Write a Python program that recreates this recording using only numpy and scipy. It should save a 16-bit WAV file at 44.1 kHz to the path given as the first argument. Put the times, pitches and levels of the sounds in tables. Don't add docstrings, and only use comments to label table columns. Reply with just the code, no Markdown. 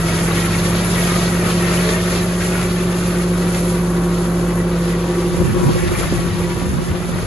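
import sys
import numpy as np
from scipy import signal
from scipy.fft import rfft, irfft, next_fast_len
from scipy.io import wavfile
from scipy.ndimage import uniform_filter1d

SR = 44100
rng = np.random.default_rng(int(sys.argv[2]) if len(sys.argv) > 2 else 0)


def dump_mix(stems):
    frames = np.atleast_2d(stems).T
    limited = np.clip(frames, -1, 1)
    pcm = np.round(limited * 32767).astype(np.int16)
    wavfile.write(sys.argv[1], SR, pcm)


N = 320166
TIME = np.arange(N) / SR
FREQS = np.maximum(np.fft.rfftfreq(N, 1 / SR), 1)

# (pitch [Hz], width [Hz], level [dB])
HOOD_MODES = [(1190, 310, 0), (1338, 120, -1), (1765, 105, 0.5), (1924, 83, -1.5), (2050, 420, -3),
              (2705, 72, -9), (3160, 240, -8.5), (3530, 460, -6), (4630, 250, -9.5)]
# (frequency [Hz], level [dB])
STEM_COLOUR = [(250, -11), (700, 4), (1000, -5.5), (1300, -3.5), (1900, -1), (2400, 0.5), (3000, -3.5),
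               (3900, -5.5), (5400, -6), (7400, -11), (12000, -96)]


def flails(turns, hum_db, drum_db):
    # (multiple of the rotor rate, level [dB])
    drum_partials = [(2, -4.5), (3, 0.5), (9, -3.5), (10, -8.5), (11, -10), (13, -12.5), (14, -12.5),
                     (15, -13)]
    hum = np.sqrt(2) * np.sin(2 * np.pi * 4 * turns) * undb(hum_db + 0.3 * walk(7))
    return hum + tones(turns, drum_partials, flutter=0.11) * undb(drum_db)


def casing(turns):
    # (multiple of the rotor rate, level [dB])
    worn_rows = [(7, -15), (8, -2.5), (12, -12.5), (20, -23)]
    # (multiple of the rotor rate, level [dB])
    gear_mesh = [(6.17, -22), (8.31, -2), (18.52, -25.5)]
    # (multiple of the rotor rate, level [dB])
    belt_rasp = [(8.91, -14), (10.86, -17.5), (12.87, -24.5), (17.82, -27), (24.66, -22.5), (25.75, -21.5),
                 (26.73, -22)]
    # (pitch [Hz], width [Hz], level per pass [dB])
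    walls = [(362.6, 64, 3.5), (498, 86, 1.5)]
    belt_turns = turns + 0.0055 * walk(34)
    drone = tones(turns, worn_rows, flutter=0.15) + tones(turns, gear_mesh, flutter=0.082)
    rasp = tones(belt_turns, belt_rasp, flutter=0.2)
    growl = ring(ring(noise() * stroke(turns, sharpness=1), walls), walls)
    return drone + rasp + undb(-8.5) * spread(growl)


def hood_roar(turns, roar_db):
    # (frequency [Hz], level [dB])
    roar_colour = [(20, -9), (45, -4), (70, 1), (110, 1.5), (175, 4), (250, 1), (380, -0.5), (540, -2),
                   (780, -8.5), (1000, -9), (1500, -8), (3000, -58)]
    churn = colour(noise() * stroke(turns, sharpness=0.16), roar_colour)
    one_turn = rng.standard_normal(256)
    looped = np.interp(turns % 1, np.arange(256) / 256, one_turn)
    rattle = colour(looped * undb(2 * walk(6.4)), roar_colour)
    return (spread(churn) + undb(-14.5) * rattle) * undb(roar_db)


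def grass():
    # (time [s], flow [dB])
    stand = [(0, 0.6), (1.0, 1.16), (1.9, -0.6), (2.3, -3.5), (3.3, -6.5), (4.0, -8), (5.5, -4), (6.15, -3),
             (6.8, -7), (7.15, -5), (7.26, -3.5)]
    # (time [s], half length [s], extra flow [dB], extra roar [dB], extra hiss [dB])
    tufts = [(0.22, 0.096, 1.8, 1, -1), (0.54, 0.24, 1, -0.5, 1), (1.06, 0.2, 2.5, 1.5, 1),
             (1.47, 0.058, 2.5, 2, 0), (1.804, 0.19, 4, 1.5, 0), (2.15, 0.093, 4.5, 3.5, 0.5),
             (2.537, 0.19, 4, 3.5, 2), (3.038, 0.22, 4, 2, 1), (3.607, 0.32, 3, 1, 4.5),
             (4.263, 0.3, 0.5, 1, 3), (5.79, 0.027, 4, -11, -1), (6, 0.11, 2.5, 14, 2.2)]
    stand_db, = curves(stand)
    tuft_db, load_db, leaf_db = sum(np.outer(dbs, bell(s, half_s)) for s, half_s, *dbs in tufts)
    return stand_db + tuft_db, load_db + 0.45 * walk(4.2), leaf_db


def cutting(turns, chop_db, shred_db):
    # (frequency [Hz], level [dB])
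    leaf_colour = [(1500, -9.5), (4000, -5), (5500, -5), (7300, 1), (7800, 0), (8100, 3.5), (11200, 1.5),
                   (11700, -2), (13000, -30)]
    bite = stroke(turns, 0.026) * stroke(2 * turns, 0.037) * stroke(4 * turns, 0.018)
    feed = bite * undb(0.3 * walk(14))
    stems = colour(snaps(per_s=16000, scatter_db=1) * feed, STEM_COLOUR)
    panels = 0
    for hz, width, db in HOOD_MODES:
        gain = undb(db + 2 * walk(21))
        panels += gain * ring(snaps(per_s=2000, scatter_db=1) * feed, [(hz, width, 0)])
    chop = ground_echo(undb(-4) * stems + undb(-6) * unit(panels), lag_s=0.0032, share=0.47)
    leaves = colour(snaps(per_s=16000, scatter_db=1.5) * feed, leaf_colour)
    return spread(flicker(chop * undb(chop_db) + leaves * undb(shred_db), depth_db=1.61))


def engine(firings, exhaust_db, flow_db):
    # (multiple of the firing rate, level [dB])
    exhaust_partials = [(1, -3), (2, -3), (3, -16), (4, -10.5), (6, -25.5)]
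    # (pitch [Hz], width [Hz], level [dB])
    block_modes = [(1184, 100, 35), (1860, 320, -14), (2500, 260, -19)]
    bark = undb(0.73 * uniform_filter1d(flow_db, SR))
    throb = tones(firings, exhaust_partials[:1], flutter=0.049)
    overtones = tones(firings, exhaust_partials[1:], flutter=0.16)
    clatter = ring(noise() * stroke(firings, sharpness=0.81), block_modes)
    return (throb + bark * overtones) * undb(exhaust_db) + undb(-49) * spread(clatter)


def stalks(decay_s):
    # (time [s], relative level [dB])
    hits = [(.5522, -27), (0.9485, -30), (1.158, -20.5), (1.457, -24), (1.5, -26), (1.708, -24),
            (1.731, -26), (1.838, -23), (1.89, -17.5), (2.073, -22), (2.104, -33), (2.152, -26),
            (2.406, -26), (2.553, -28), (2.612, -26), (3.546, -20.5), (4.177, -27), (5.875, -22.5),
            (5.984, -28), (6.033, -24.5)]
    bursts = sum(undb(db) * strike(s, decay_s) for s, db in hits)
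    crackle = snaps(per_s=5700, scatter_db=3.5)
    crunch = unit(ring(crackle, HOOD_MODES) + undb(-13) * colour(crackle, STEM_COLOUR))
    return spread(bursts * crunch) * undb(-2)


def bundles():
    # (time [s], panel pitch [Hz], half length [s], level [dB])
    scrapes = [(1.11, 1230, 0.085, -32), (1.48, 1296, 0.023, -27.5), (1.82, 438, 0.14, -27),
               (1.87, 622, 0.52, -34), (3.56, 538, 0.037, -27), (5.765, 513, 0.012, -23),
               (6.035, 1300, 0.011, -32)]
    out, panel_q = 0, 66
    for s, hz, half_s, db in scrapes:
        shape = bell(s, half_s)
        scrape = shape * ring(rng.standard_normal(N), [(hz, hz / panel_q, 0)])
        out += undb(db) * scrape * np.std(shape) / np.std(scrape)
    return out


def clods(decay_s, crack_db):
    # (time [s], level [dB])
    knocks = [(5.664, -19), (5.688, -14.5), (5.987, -28), (6.123, -13.5), (6.616, -19)]
    # (frequency [Hz], level [dB])
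    earth_colour = [(60, -20), (250, 8), (800, 2.5), (3000, -32)]
    # (pitch [Hz], width [Hz], level [dB])
    deep_modes = [(130, 41, 6), (280, 73, 19), (410, 100, 14), (535, 55, 11), (654, 76, 6), (790, 52, -4)]
    out = 0
    for s, db in knocks:
        crumble = strike(s, decay_s)
        earth = colour(crumble * rng.standard_normal(N), earth_colour)
        out += undb(db) * (ring(earth, deep_modes) + undb(crack_db) * earth) * np.std(crumble)
    return out


def stones(decay_s):
    # (time [s], panel pitch [Hz], level [dB])
    pings = [(0.088, 2190, -19), (0.318, 3830, -23), (0.548, 2180, -21), (1.015, 3720, -32),
             (1.067, 4670, -31), (1.108, 3680, -28), (1.198, 3650, -25), (1.775, 3000, -22),
             (1.848, 4100, -25), (1.889, 1720, -22), (2.078, 1400, -23), (2.2, 3960, -24),
             (2.408, 1570, -22), (2.554, 1440, -17.5), (2.615, 2020, -21), (5.951, 2330, -20),
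             (6.014, 2260, -24), (6.186, 685, -23)]
    out = 0
    for s, hz, db in pings:
        age = np.maximum(TIME - s, 0)
        out += undb(db) * np.exp(-age / decay_s) * np.sin(2 * np.pi * hz * age)
    return out


def splinters(per_s, low_hz, high_hz, decay_s, scatter_db):
    out, age = np.zeros((2, N)), TIME[:SR // 25]
    for when, pitch, size, side in rng.random((int(per_s * N / SR), 4)):
        start = int(when * (N - len(age)))
        hz = low_hz * (high_hz / low_hz) ** pitch
        tick = np.exp(-age / decay_s) * np.sin(2 * np.pi * hz * age)
        gain = undb(scatter_db * size ** 2) * np.sqrt(low_hz / hz)
        out[int(2 * side), start:start + len(age)] += gain * tick
    return spread(unit(out))


def gearbox(turns, cycles_per_turn):
    # (time [s], level [dB])
    whine_ride = [(0, -44), (1.7, -43), (2.3, -62), (3.3, -55), (3.7, -41), (4.65, -46), (5.05, -43),
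                  (5.7, -35), (5.85, -53), (6.55, -38), (6.95, -46)]
    whine_db, = curves(whine_ride)
    return tones(turns + 0.004 * walk(14), [(cycles_per_turn, 0)], flutter=0.26) * undb(whine_db)


def wind_strength(start_s, rise_s, breeze_db):
    # (time [s], half length [s], strength [dB])
    gust_cues = [(5.5, 0.1, -15), (5.672, 0.047, -14), (6.133, 0.25, -21.5), (6.586, 0.047, -19.5),
                 (6.745, 0.087, -17), (7.147, 0.074, -22.5)]
    breeze = undb(breeze_db) * (1 + np.tanh((TIME - start_s) / rise_s)) / 2
    gusts = sum(undb(db) * bell(s, half_s) for s, half_s, db in gust_cues)
    return 20 * np.log10(np.hypot(breeze, gusts) + 1e-6)


def wind(wind_db):
    # (frequency [Hz], level [dB])
    rumble_colour = [(20, -32), (45, -3), (75, -2.5), (150, 2), (220, -4), (300, -14), (700, -23.5),
                     (1500, -23.5), (4000, -78)]
    # (time [s], pitch [Hz], half length [s], level [dB])
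    buffets = [(5.413, 80, 0.03, -20), (5.5, 206, 0.031, -19), (5.566, 75, 0.053, -31),
               (5.676, 140, 0.016, -14), (5.874, 78, 0.036, -24), (5.983, 117, 0.015, -23),
               (6.188, 150, 0.0097, -13), (6.32, 93.5, 0.013, -16), (6.697, 70.1, 0.012, -16),
               (6.912, 82, 0.013, -15)]
    small = noise() * undb(2 * np.array([walk(25), walk(28.2)]))
    wide = rng.standard_normal(N) * undb(3.4 * walk(15))
    thumps = sum(undb(db) * bell(s, half_s) * np.sin(2 * np.pi * (hz * TIME + rng.random()))
                 for s, hz, half_s, db in buffets)
    return colour(small + 0.55 * wide, rumble_colour) * undb(wind_db - 2) + thumps


def windblown(drone, wind_db):
    # (time [s], half length [s], phase lead of the left side [rad])
    swings = [(5.723, 0.14, 2), (5.93, 0.094, 1.33), (6.87, 0.07, 1.5)]
    lead = sum(radians * bell(s, half_s) for s, half_s, radians in swings)
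    analytic = signal.hilbert(drone, next_fast_len(N))[:, :N]
    widened = np.real(analytic * np.exp(1j * np.array([lead, -lead]) / 2))
    waver = 1 + undb(wind_db + 12.5) * np.array([walk(34), walk(41)])
    return widened * waver


def ground_echo(x, lag_s, share):
    late = TIME - lag_s * (1 + 0.0936 * walk(1.67))
    return unit(x + share * np.array([np.interp(late, TIME, port) for port in x]))


def flicker(x, depth_db):
    spectrum, out = rfft(x), 0
    octaves = np.clip(np.log2(FREQS), 9, 14)
    for centre in range(9, 15):
        band = np.maximum(1 - np.abs(octaves - centre), 0)
        out += irfft(spectrum * band, N) * undb(depth_db * walk(18))
    return out


def spread(pair):
    # (frequency [Hz], correlation [-1 to 1])
    likeness = [(280, 0.98), (450, 0.82), (700, 0.72), (1050, 0.65), (1300, 0.77), (1700, 0.1), (2150, 0.5),
                (2900, 0.15), (4150, 0.739), (5200, -0.45), (5600, -0.45), (6400, 0.687), (7300, 0.097),
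                (7700, -0.8), (8100, -1), (9050, -1), (9750, 0.011), (10400, 0.99)]
    alike = np.clip(over_hz(likeness), -1, 1)
    mid, side = rfft(pair) * np.sqrt([1 + alike, 1 - alike])
    return irfft(np.array([mid + side, mid - side]), N) / np.sqrt(2)


def tones(phase, partials, flutter):
    out = 0
    for multiple, db in partials:
        carrier = np.exp(2j * np.pi * (multiple * phase + rng.random()))
        wobble = flutter * undb(db / 2) * (walk(7.2) + 1j * walk(29))
        out += np.real(carrier * (undb(db) + wobble))
    return np.sqrt(2) * out


def snaps(per_s, scatter_db):
    hit = rng.random((2, N)) < per_s / SR
    return unit(hit * noise() * undb(scatter_db * rng.standard_normal(N)))


def ring(x, modes):
    response = sum(undb(db) / (1 + 1j * (FREQS ** 2 - hz ** 2) / (FREQS * width))
                   for hz, width, db in modes)
    return unit(irfft(rfft(x) * response, N))


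def colour(x, table):
    return unit(irfft(rfft(x) * undb(over_hz(table)), N))


def stroke(phase, sharpness):
    return unit(np.exp(sharpness * np.cos(2 * np.pi * phase)))


def strike(s, decay_s):
    return (TIME >= s) * np.exp(-np.abs(TIME - s) / decay_s)


def bell(s, half_s):
    return np.exp(-((TIME - s) / half_s) ** 2)


def walk(rate_hz):
    return unit(irfft(rfft(rng.standard_normal(N)) * np.exp(-(FREQS / rate_hz) ** 2), N))


def noise():
    return rng.standard_normal((2, N))


def curves(table):
    s, *columns = np.transpose(table)
    return [np.interp(TIME, s, c) for c in columns]


def over_hz(table):
    hz, value = np.transpose(table)
    return np.interp(np.log(FREQS), np.log(hz), value)


def undb(db):
    return 10 ** (np.asarray(db) / 20)


def unit(x):
    return x / np.sqrt(np.mean(x ** 2))


def scene():
    # (time [s], speed [turns/s])
    rotor_speed = [(0, 41.6), (.85, 43.6), (1.6, 43.55), (2.45, 44.05), (3.3, 43.8), (3.9, 43.3),
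                   (4.45, 43.3), (4.9, 43), (5.7, 43.65), (6.15, 42.9), (6.7, 43.6), (7.26, 43.9)]
    # (time [s], hum [dB], exhaust [dB], casing [dB], hood roar [dB])
    layer_levels = [(0, -19, -25.5, -29, -26), (1.0, -19, -26, -30.5, -24.5),
                    (1.8, -17.5, -27.5, -26.5, -26), (2.35, -20, -27.5, -28.5, -29),
                    (3.7, -17.5, -25.5, -26, -27), (4.8, -18.5, -25, -26, -26.5),
                    (5.3, -20.5, -27, -23, -30), (5.85, -25, -24, -23.5, -35), (6.05, -23, -26.5, -28, -38),
                    (6.55, -23, -31, -28, -33), (7.0, -24.5, -30, -30.5, -30.5), (7.26, -26, -30, -36, -28)]
    speed_hz, = curves(rotor_speed)
    hum_db, exhaust_db, casing_db, roar_db = curves(layer_levels)
    flow_db, load_db, leaf_db = grass()
    wind_db = wind_strength(start_s=5.28, rise_s=0.024, breeze_db=-23)
    turns = np.cumsum(speed_hz * (1 + 0.001 * walk(5.26))) / SR
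    firings = 1.205 * turns
    rotor = flails(turns, hum_db, drum_db=flow_db - 35)
    mulcher = rotor + casing(turns) * undb(casing_db) + hood_roar(turns, roar_db + load_db)
    machine = mulcher + gearbox(turns, cycles_per_turn=22.28) + engine(firings, exhaust_db, flow_db)
    drone = windblown(machine, wind_db)
    debris = stalks(decay_s=0.018) + bundles()
    debris += clods(decay_s=0.0069, crack_db=-13) + stones(decay_s=0.0057)
    cut = cutting(turns, chop_db=flow_db - 28, shred_db=flow_db + leaf_db - 31)
    ticks = splinters(per_s=200, low_hz=1407, high_hz=4610, decay_s=0.004, scatter_db=9.5)
    return drone + cut + ticks * undb(flow_db - 39) + debris + wind(wind_db)


def record(dry):
    # (frequency [Hz], left minus right [dB])
    balance = [(60, -1), (190, -1), (350, 0), (630, .5), (1100, 3.6), (1350, 2), (1750, 3.4), (2100, 1),
               (4200, -0.8), (4800, -2.6), (5900, -2.3), (7300, 0.7), (8000, 0)]
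    lean_db = over_hz(balance) / 2
    ported = irfft(rfft(dry) * undb([lean_db, -lean_db]), N)
    top_hz = 11780
    return signal.sosfilt(signal.ellip(12, 0.2, 90, top_hz, fs=SR, output="sos"), ported)


dry = scene()
out = record(dry)
dump_mix(out)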